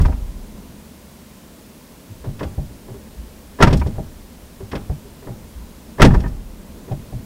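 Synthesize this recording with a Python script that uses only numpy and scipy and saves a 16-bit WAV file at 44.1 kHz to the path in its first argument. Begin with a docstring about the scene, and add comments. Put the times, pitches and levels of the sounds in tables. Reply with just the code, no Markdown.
"""A car door heard from inside the parked cabin, over a quiet outdoor hum and an even hiss.
First the boom of one slam dies away; then the door is twice unlatched, swung open and slammed.
Two clicks unlatch it. At each slam the seal is squeezed by a scattered knock, the latch crashes and
rings, damped modes boom in the cabin air, and the peaks overload the microphone and clip.
Bounces, ticks and trim rattles follow: filtered noise contacts, damped modes and low pushes of air."""
import sys
import numpy as np
from scipy import signal
from scipy.fft import rfft, irfft
from scipy.io import wavfile
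from scipy.ndimage import uniform_filter1d

SR = 44100
rng = np.random.default_rng(int(sys.argv[2]) if len(sys.argv) > 2 else 0)


def int16_out(signal):
    """Quantize to a 16-bit WAV file."""
    q = np.round(np.clip(np.atleast_2d(signal).T, -1, 1) * 32767)
    wavfile.write(sys.argv[1], SR, q.astype(np.int16))


N = 319725
T = np.arange(32768) / SR  # time within one contact or push [s]

# door hits the frame: (time [s], boom level [dB], boom brightness [dB per octave],
# latch crash level [dB], latch ring level [dB])
SLAMS = [(-0.085, -1.5, 0, 1, -16), (3.621, -8.5, 1.5, -2, 5), (6.015, -3, -.5, 1.5, 5)]
# the door starts its swing back and stirs the air: (time [s], peak rumble level [dB])
SWINGS = [(3.19, -35), (5.58, -36)]
# modes of the door shell: (nominal frequency [Hz], relative level [dB], t60 [s])
SHELL = [(587, 12.5, 0.076), (635, 5, 0.14), (756, 12, 0.069), (870, -6, 0.14), (940, -5, 0.1)]


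def amp(db):
    """Level and amplitude: 20 dB make a factor of ten in gain."""
    return 10 ** (np.asarray(db) / 20)


def read(points, hz):
    """Logarithmic pitch scale: joins the points by straight lines over log frequency."""
    f, value = np.transpose(points)
    return np.interp(np.log(hz + 1), np.log(f), value)


def add(mix, s, sound):
    """Superposition: sound pressures add, here from time s [s]; what falls outside the mix is cut."""
    at = round(s * SR)
    sound, part = sound[max(-at, 0):], mix[max(at, 0):]
    part[:len(sound)] += sound[:len(part)]


def unit_hit(x):
    """Equal energy: scales a hit to the energy of 15 ms at full level."""
    return x / np.sqrt(np.sum(x ** 2) / (.015 * SR))


def resonate(x, hz, width):
    """Resonance: one complex pole, its bandwidth set by the damping, with gain 1 at its centre."""
    r = np.exp(-np.pi * width / SR)
    pole = r * np.exp(2j * np.pi * hz / SR)
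    return 2 * signal.lfilter([1 - r], [1, -pole], x).real


def ring(modes, rise):
    """Modal decay: damped modes set going together by one blow of finite rise time."""
    t = np.arange(2 * SR) / SR
    decays = sum(amp(db - 60 * t / t60) * np.sin(2 * np.pi * hz * t) for hz, db, t60 in modes)
    return decays * (1 - np.exp(-t / rise))


def detuned(modes, spread=0.016):
    """Modal variation: no two blows land on quite the same spot, so each mode shifts a little."""
    return [(hz * (1 + spread * rng.standard_normal()), db, t60) for hz, db, t60 in modes]


def contact(path, tone, resonances, tilt=0, rise=.003, length=1, tail_db=-32, tail_t60=0.75, own=0.33):
    """Scattering: cabin reflections build up, then die band by band over a faint tail from the yard."""
    # die-away in the padded cabin, for length 1: (frequency [Hz], t60 [s])
    cabin = [(100, 0.46), (400, 0.12), (1000, 0.082), (3000, 0.079), (12000, 0.049)]
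    hz = np.fft.rfftfreq(len(T), 1 / SR)
    centres = np.geomspace(80, 16000, 12)
    # blows on the same part share much of their path to the microphone
    noise = rfft(path + own * rng.standard_normal(len(T)))
    swell = 1 - np.exp(-(T / rise) ** 1.5)
    out = 0
    for centre, pick in zip(centres, np.eye(len(centres))):
        band_power = np.interp(np.log(hz + 1), np.log(centres), pick)
        band = irfft(noise * np.sqrt(band_power))
        fade = amp(-60 * T / (length * read(cabin, centre))) + amp(tail_db - 60 * T / tail_t60)
        # the square root turns a level per Hz into the level of a band as wide as its pitch
        level = amp(read(tone, centre) + tilt * np.log2(centre)) * np.sqrt(centre)
        out = out + level * unit_hit(band * fade * swell)
    coloured = out + sum(amp(db) * resonate(out, f, width) for f, width, db in resonances)
    return unit_hit(coloured)


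def push(db, hz, crest):
    """Air displacement: a shove on the cabin air swells to its crest [s] and fades in low cycles."""
    swell = (T / crest) ** 2 * np.exp(2 * (1 - T / crest))
    return -amp(db) * np.sqrt(2) * swell * np.sin(2 * np.pi * hz * T)


def knock(path, db, tilt, rise, length):
    """Soft impact: a dull contact excites the resonances of the door panel."""
    # contact spectrum: (frequency [Hz], relative level [dB per Hz])
    knock_tone = [(60, 12), (130, 0), (280, -2), (450, -12), (800, -20.5), (1200, -11.5), (2000, -39.5),
                  (4000, -44.5), (12000, -81)]
    # panel resonances: (frequency [Hz], width [Hz], lift [dB])
    panel_resonances = [(136, 12, -4), (252.3, 28, 1.5), (371, 42, 3), (540, 16, -19), (589, 35.5, 13.5),
                        (803, 50, 8.5)]
    return amp(db) * contact(path, knock_tone, panel_resonances, tilt, rise, length, tail_db=-23.5)


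BUILD_UP = .007  # time for the cabin reflections of a small click to pile up [s]


def click(path, db, tilt):
    """Hard impact: a little metal contact in the lock spreads its energy to high frequencies."""
    # contact spectrum: (frequency [Hz], relative level [dB per Hz])
    click_tone = [(300, 3), (900, -1), (1700, 7.5), (3200, 4.5), (5200, 3), (8500, -12), (11000, -18),
                  (16000, -40)]
    # pawl resonances: (frequency [Hz], width [Hz], lift [dB])
    pawl_resonances = [(1344, 41, 2.2), (2745, 19, 3.4), (3380, 9.2, 2.2), (5160, 16, 1)]
    return amp(db) * contact(path, click_tone, pawl_resonances, tilt, rise=BUILD_UP, length=0.75, tail_db=-34.5)


def slams(latch_delay=0.00209):
    """Modal excitation: the door shoves the cabin air into a boom just before the latch is struck."""
    # modes of door skin and cabin air: (frequency [Hz], relative level [dB], t60 [s])
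    boom = [(26.16, -6.5, 0.76), (32.3, -11.5, 1.32), (34.52, 0, 0.65), (47.87, -5.5, 0.97),
            (73.55, -6.5, 0.74), (74.6, -35.5, 6.3), (108.7, -20.5, 1.03), (124.4, 2, 0.23),
            (140.3, 4, 0.17), (188.6, -8, 0.32), (254, -17.5, 0.67)]
    # modes of striker and latch plate: (frequency [Hz], relative level [dB], t60 [s])
    latch = [(919, -12, 0.12), (1357, 0, 0.061), (1305, -31, 0.024), (1978, -8, 0.046), (3280, -20, 0.038),
             (5400, -17, 0.061), (6430, -19, 0.041)]
    # spectrum of the latch crash: (frequency [Hz], relative level [dB per Hz])
    crash_tone = [(80, 18), (200, 12.5), (500, 3.5), (1300, 1), (2500, -5), (4000, -13.5), (7000, -20),
                  (10000, -27), (16000, -55)]
    out, path = np.zeros(N), rng.standard_normal(len(T))
    for s, boom_db, tilt, crash_db, ring_db in SLAMS:
        # a quicker shove favours the higher modes of the door skin
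        modes = [(hz, db + tilt * np.log2(hz / 70), t60) for hz, db, t60 in boom]
        crash = contact(path, crash_tone, [], rise=0.0045, length=1.0, tail_db=-41)
        add(out, s, amp(boom_db) * ring(modes, rise=0.0045))
        add(out, s + latch_delay, amp(crash_db) * crash)
        add(out, s + latch_delay, amp(ring_db) * ring(latch, rise=0.0049))
    return out


def seal_and_pawl(panel, lock):
    """Successive contact: the door brushes and squeezes the seal, then the pawl rides the striker."""
    brush_lead_s, squeeze_lead_s, pawl_lead_s = .035, .020, .012  # time ahead of the blow
    brush_db, squeeze_db, pawl_db = -21.5, -7.5, -18
    out = np.zeros(N)
    for s, *_ in SLAMS:
        add(out, s - brush_lead_s, knock(panel, brush_db, tilt=2.5, rise=0.0045, length=2.1))
        add(out, s - squeeze_lead_s, knock(panel, squeeze_db, tilt=2.0, rise=.0039, length=1.4))
        add(out, s - pawl_lead_s, click(lock, pawl_db, tilt=-5))
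    return out


def settling(panel, lock):
    """Repeated impact: the shut door bounces on its latch and shakes rods, window and trim."""
    # bounces against the latch: (time [s], knock level [dB], brightness [dB per octave],
    # push level on the cabin air [dB], push frequency [Hz], time to the push crest [s])
    bounces = [(0.000, -27, 4, -16, 76.2, 0.018), (0.056, -20.5, -4.5, -19, 73, 0.02),
               (3.669, -17, 4.5, -8.5, 165, 0.0076), (3.698, -21, 2.5, -31, 140, .008),
               (3.724, -8, -2, -14, 148, 0.0083), (3.762, -31, -15, -17.5, 71, 0.041),
               (3.860, -15.5, -3.5, -13.5, 93, 0.0062), (6.043, 1.5, -1, -6, 125, 0.014),
               (6.064, -6, -4, -12, 75, .012), (6.118, -25, 2.5, -10, 131, 0.013),
               (6.137, -16, 1, -20, 140, 0.009), (6.160, -26, -5, -4, 55.7, 0.011),
               (6.240, -14.5, -6.5, -27, 129, 0.0075)]
    # lock rods and window tick: (time [s], level [dB], brightness [dB per octave])
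    ticks = [(0.011, -41.5, 9), (0.052, -40.5, 1), (2.244, -46, -4.5), (3.671, -28, -2), (3.703, -28, -5),
             (3.726, -26.5, -0.5), (3.768, -40, 10), (3.793, -42.5, 3), (3.865, -44.5, 4),
             (6.045, -18, -0.5), (6.060, -37, 11), (6.139, -40, 6), (6.199, -40.5, 1), (6.276, -48.5, 7),
             (6.914, -41, -4.5)]
    # loose trim chatters: (time [s], level [dB], ring of the piece [Hz])
    rattles = [(0.049, -24.5, 2360), (0.121, -36.5, 2470), (3.672, -17.5, 2380), (3.813, -25.5, 2350),
               (6.06, -20, 1780), (6.104, -25.5, 1750), (6.144, -20.5, 1715), (6.237, -30, 1820),
               (6.257, -31.5, 1760)]
    # contact spectrum of the trim: (frequency [Hz], relative level [dB per Hz])
    rattle_tone = [(300, 12), (700, 4.5), (1000, 3.5), (2000, 5.5), (3000, -36), (5000, -21), (12000, -42)]
    # resonances that all the trim shares: (frequency [Hz], width [Hz], lift [dB])
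    shared_trim = [(959, 44, 16.5), (1253, 21, -4), (2390, 98, 11)]
    clack_db = -23.5  # ring of the door shell against the knock
    piece_width_hz, piece_lift_db = 52, 14.5
    out, trim = np.zeros(N), rng.standard_normal(len(T))
    for s, db, tilt, push_db, hz, crest in bounces:
        add(out, s, knock(panel, db, tilt, rise=0.0018, length=1.0) + push(push_db, hz, crest))
        add(out, s, amp(db + clack_db) * unit_hit(ring(detuned(SHELL), rise=0.0064)))
    for s, db, tilt in ticks:
        add(out, s, click(lock, db, tilt))
    for s, db, hz in rattles:
        resonances = shared_trim + [(hz, piece_width_hz, piece_lift_db)]
        rattle = contact(trim, rattle_tone, resonances, rise=BUILD_UP, length=0.44, tail_db=-47)
        add(out, s, amp(db) * rattle)
    return out


def unlatching(panel, lock):
    """Elastic release: between two catch clicks the door springs off its seal; the second recoils."""
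    # the latch lets go: (time of the first click [s], its level [dB])
    unlatchings = [(2.390, -34.5), (4.713, -31)]
    spring_s, second_click_s = .017, .037  # time after the first click
    spring_db, recoil_db = -20, -23
    second_click_db = 3  # against the first click
    click_tilt = -4.5  # dB per octave
    out = np.zeros(N)
    for s, db in unlatchings:
        add(out, s, click(lock, db, click_tilt))
        add(out, s + spring_s, knock(panel, spring_db, tilt=1.4, rise=0.0016, length=1.14))
        add(out, s + second_click_s, click(lock, db + second_click_db, click_tilt))
        add(out, s + second_click_s, knock(panel, recoil_db, tilt=-.3, rise=0.0013, length=1.25))
    return out


def handling(panel):
    """Structure and air excitation: handle thumps, check strap creaks and pushes of the moving door."""
    # the handle is pulled or let go and the hollow door thumps: (time [s], knock level [dB],
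    # brightness [dB per octave], push level [dB], push frequency [Hz], shell clack level [dB])
    thumps = [(0.082, -25.5, 0, -34, 75, -32), (2.271, -21.5, -6, -22.5, 97.6, -51),
              (2.577, -20.5, -6.5, -18, 70, -36.5), (3.980, -19, -3.5, -31, 56.3, -29.5),
              (4.895, -23, -2.5, -16.5, 68, -35), (6.910, -21.5, -4, -19, 109, -30),
              (7.122, -23, -7.5, -31, 119, -39)]
    # handle and check strap rub, the inner panel hums: (time [s], knock level [dB], hum level [dB])
    creaks = [(2.241, -28, -33.5), (2.693, -43, -43.5), (2.882, -32.5, -34), (2.942, -36.5, -35),
              (3.955, -34.5, -48), (4.604, -33, -31), (5.049, -64, -42.5), (5.224, -34.5, -37),
              (5.270, -26, -33), (6.881, -31.5, -35.5)]
    # modes of the inner panel: (nominal frequency [Hz], relative level [dB], t60 [s])
    inner_panel = [(388.4, 15, 0.11), (409, -20, 0.17), (263, -15, 0.27)]
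    # the moving door nudges the cabin air: (time [s], level [dB], frequency [Hz])
    nudges = [(2.094, -32, 101), (2.439, -25, 73), (2.90, -32.5, 118), (4.618, -32, 105), (5.290, -28, 122),
              (7.147, -26, 118)]
    afterswing_s, afterswing_db, afterswing_hz = 0.0192, -8.5, 143  # delay and level against the thump
    swing_lead_s, swing_tone_db = 0.0394, 4  # the cabin air hums with the swing; dB against its rumble
    out = np.zeros(N)
    for s, db, tilt, push_db, hz, clack_db in thumps:
        add(out, s, knock(panel, db, tilt, rise=0.002, length=.85) + push(push_db, hz, crest=0.0097))
        add(out, s, amp(clack_db) * unit_hit(ring(detuned(SHELL), rise=0.0079)))
        add(out, s + afterswing_s, push(push_db + afterswing_db, afterswing_hz, crest=0.017))
    for s, db, hum_db in creaks:
        add(out, s, knock(panel, db, tilt=.3, rise=0.0012, length=1.8))
        add(out, s, amp(hum_db) * unit_hit(ring(detuned(inner_panel), rise=0.0087)))
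    for s, db, hz in nudges:
        add(out, s, push(db, hz, crest=0.019))
    for s, db in SWINGS:
        add(out, s - swing_lead_s, push(db + swing_tone_db, hz=56.7, crest=.045))
    return out


def rumble_level(t):
    """Power summation: surges of swings and slams over a bed that steps up once a hand works the door."""
    rest_db, handled_db, handled_from_s = -59, -45, 2.08
    rock_db = -31  # rocking of the body against the boom

    def surge(s, db, rise, fall):
        """Exponential growth and decay: rise and fall in dB per second around time s."""
        return amp(db - np.maximum((s - t) * rise, (t - s) * fall))

    parts = [amp(np.where(t < handled_from_s, rest_db, handled_db))]
    parts += [surge(s, db, rise=330, fall=91) for s, db in SWINGS]
    parts += [surge(s, boom_db + rock_db, rise=132, fall=24) for s, boom_db, *_ in SLAMS]
    return np.linalg.norm(parts, axis=0)


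def shaped_noise(tone):
    """Spectral shaping: white noise filtered to a tone and scaled to unit RMS."""
    hz = np.fft.rfftfreq(N, 1 / SR)
    noise = irfft(rfft(rng.standard_normal(N)) * amp(read(tone, hz)), N)
    return noise / noise.std()


def background():
    """Stationary and modulated noise: even hiss, low outdoor hum and deep rumble of door and body."""
    # spectrum of hum and hiss: (frequency [Hz], relative level [dB per Hz])
    floor_tone = [(15, -31), (30, -11), (50, 0.5), (76, -11.5), (112, -5), (215, 4), (330, -6), (600, -9.5),
                  (750, -15.5), (1000, -14), (1200, -19), (2000, -21.5), (6000, -24.5), (15500, -26.5)]
    # spectrum of the rumble: (frequency [Hz], relative level [dB per Hz])
    rumble_tone = [(12, -29), (26, 2), (45, -5.5), (60, 2), (80, -0.5), (110, -22), (250, -32), (1000, -82)]
    # outdoor hum swelling and easing: (time [s], relative level [dB])
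    hum_swell = [(0, 3), (0.65, 1.5), (1.0, -1.8), (2.7, -.3), (4.4, -1.5), (5.8, 0.5), (6.75, 2.5),
                 (7.25, 2.5)]
    floor_db = -42  # hum and hiss together, before the hum swells
    hz, t = np.fft.rfftfreq(N, 1 / SR), np.arange(N) / SR
    noise = shaped_noise(floor_tone)
    hum = irfft(rfft(noise) / (1 + (hz / 700) ** 2), N)
    hiss = noise - hum
    air = amp(floor_db) * (hiss + hum * amp(np.interp(t, *np.transpose(hum_swell))))
    return air + rumble_level(t) * shaped_noise(rumble_tone)


def scene():
    """Superposition: door and background add at one microphone."""
    # scattering paths shared by all blows on the panel and in the lock
    panel, lock = rng.standard_normal((2, len(T)))
    door = slams() + seal_and_pawl(panel, lock) + settling(panel, lock)
    door = door + unlatching(panel, lock) + handling(panel)
    return (door + background())[None]


def record(dry, threshold_db=-7, share=0.42, recovery_db_per_s=10.5):
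    """Compression and overload: gain dips after the heaviest blows, peaks clip, the band is limited."""
    edge_hz = 15800
    power_db = 10 * np.log10(abs(uniform_filter1d(dry[0] ** 2, size=2000)) + 1e-12)
    # the held level jumps up with the power and recovers at a steady rate
    fall = np.arange(N) / SR * recovery_db_per_s
    held_db = np.maximum.accumulate(power_db + fall) - fall
    over_db = np.maximum(held_db - threshold_db, 0)
    # the gain follows with a lag of 3000 samples
    over_db = signal.lfilter([1 / 3000], [1, 1 / 3000 - 1], over_db)
    clipped = np.clip(dry * amp(-share * over_db), -1, 1)
    low_pass = signal.firwin(511, edge_hz, window=("kaiser", 9), fs=SR)
    return signal.oaconvolve(clipped, low_pass[None], "same")


dry = scene()
out = record(dry)
int16_out(out)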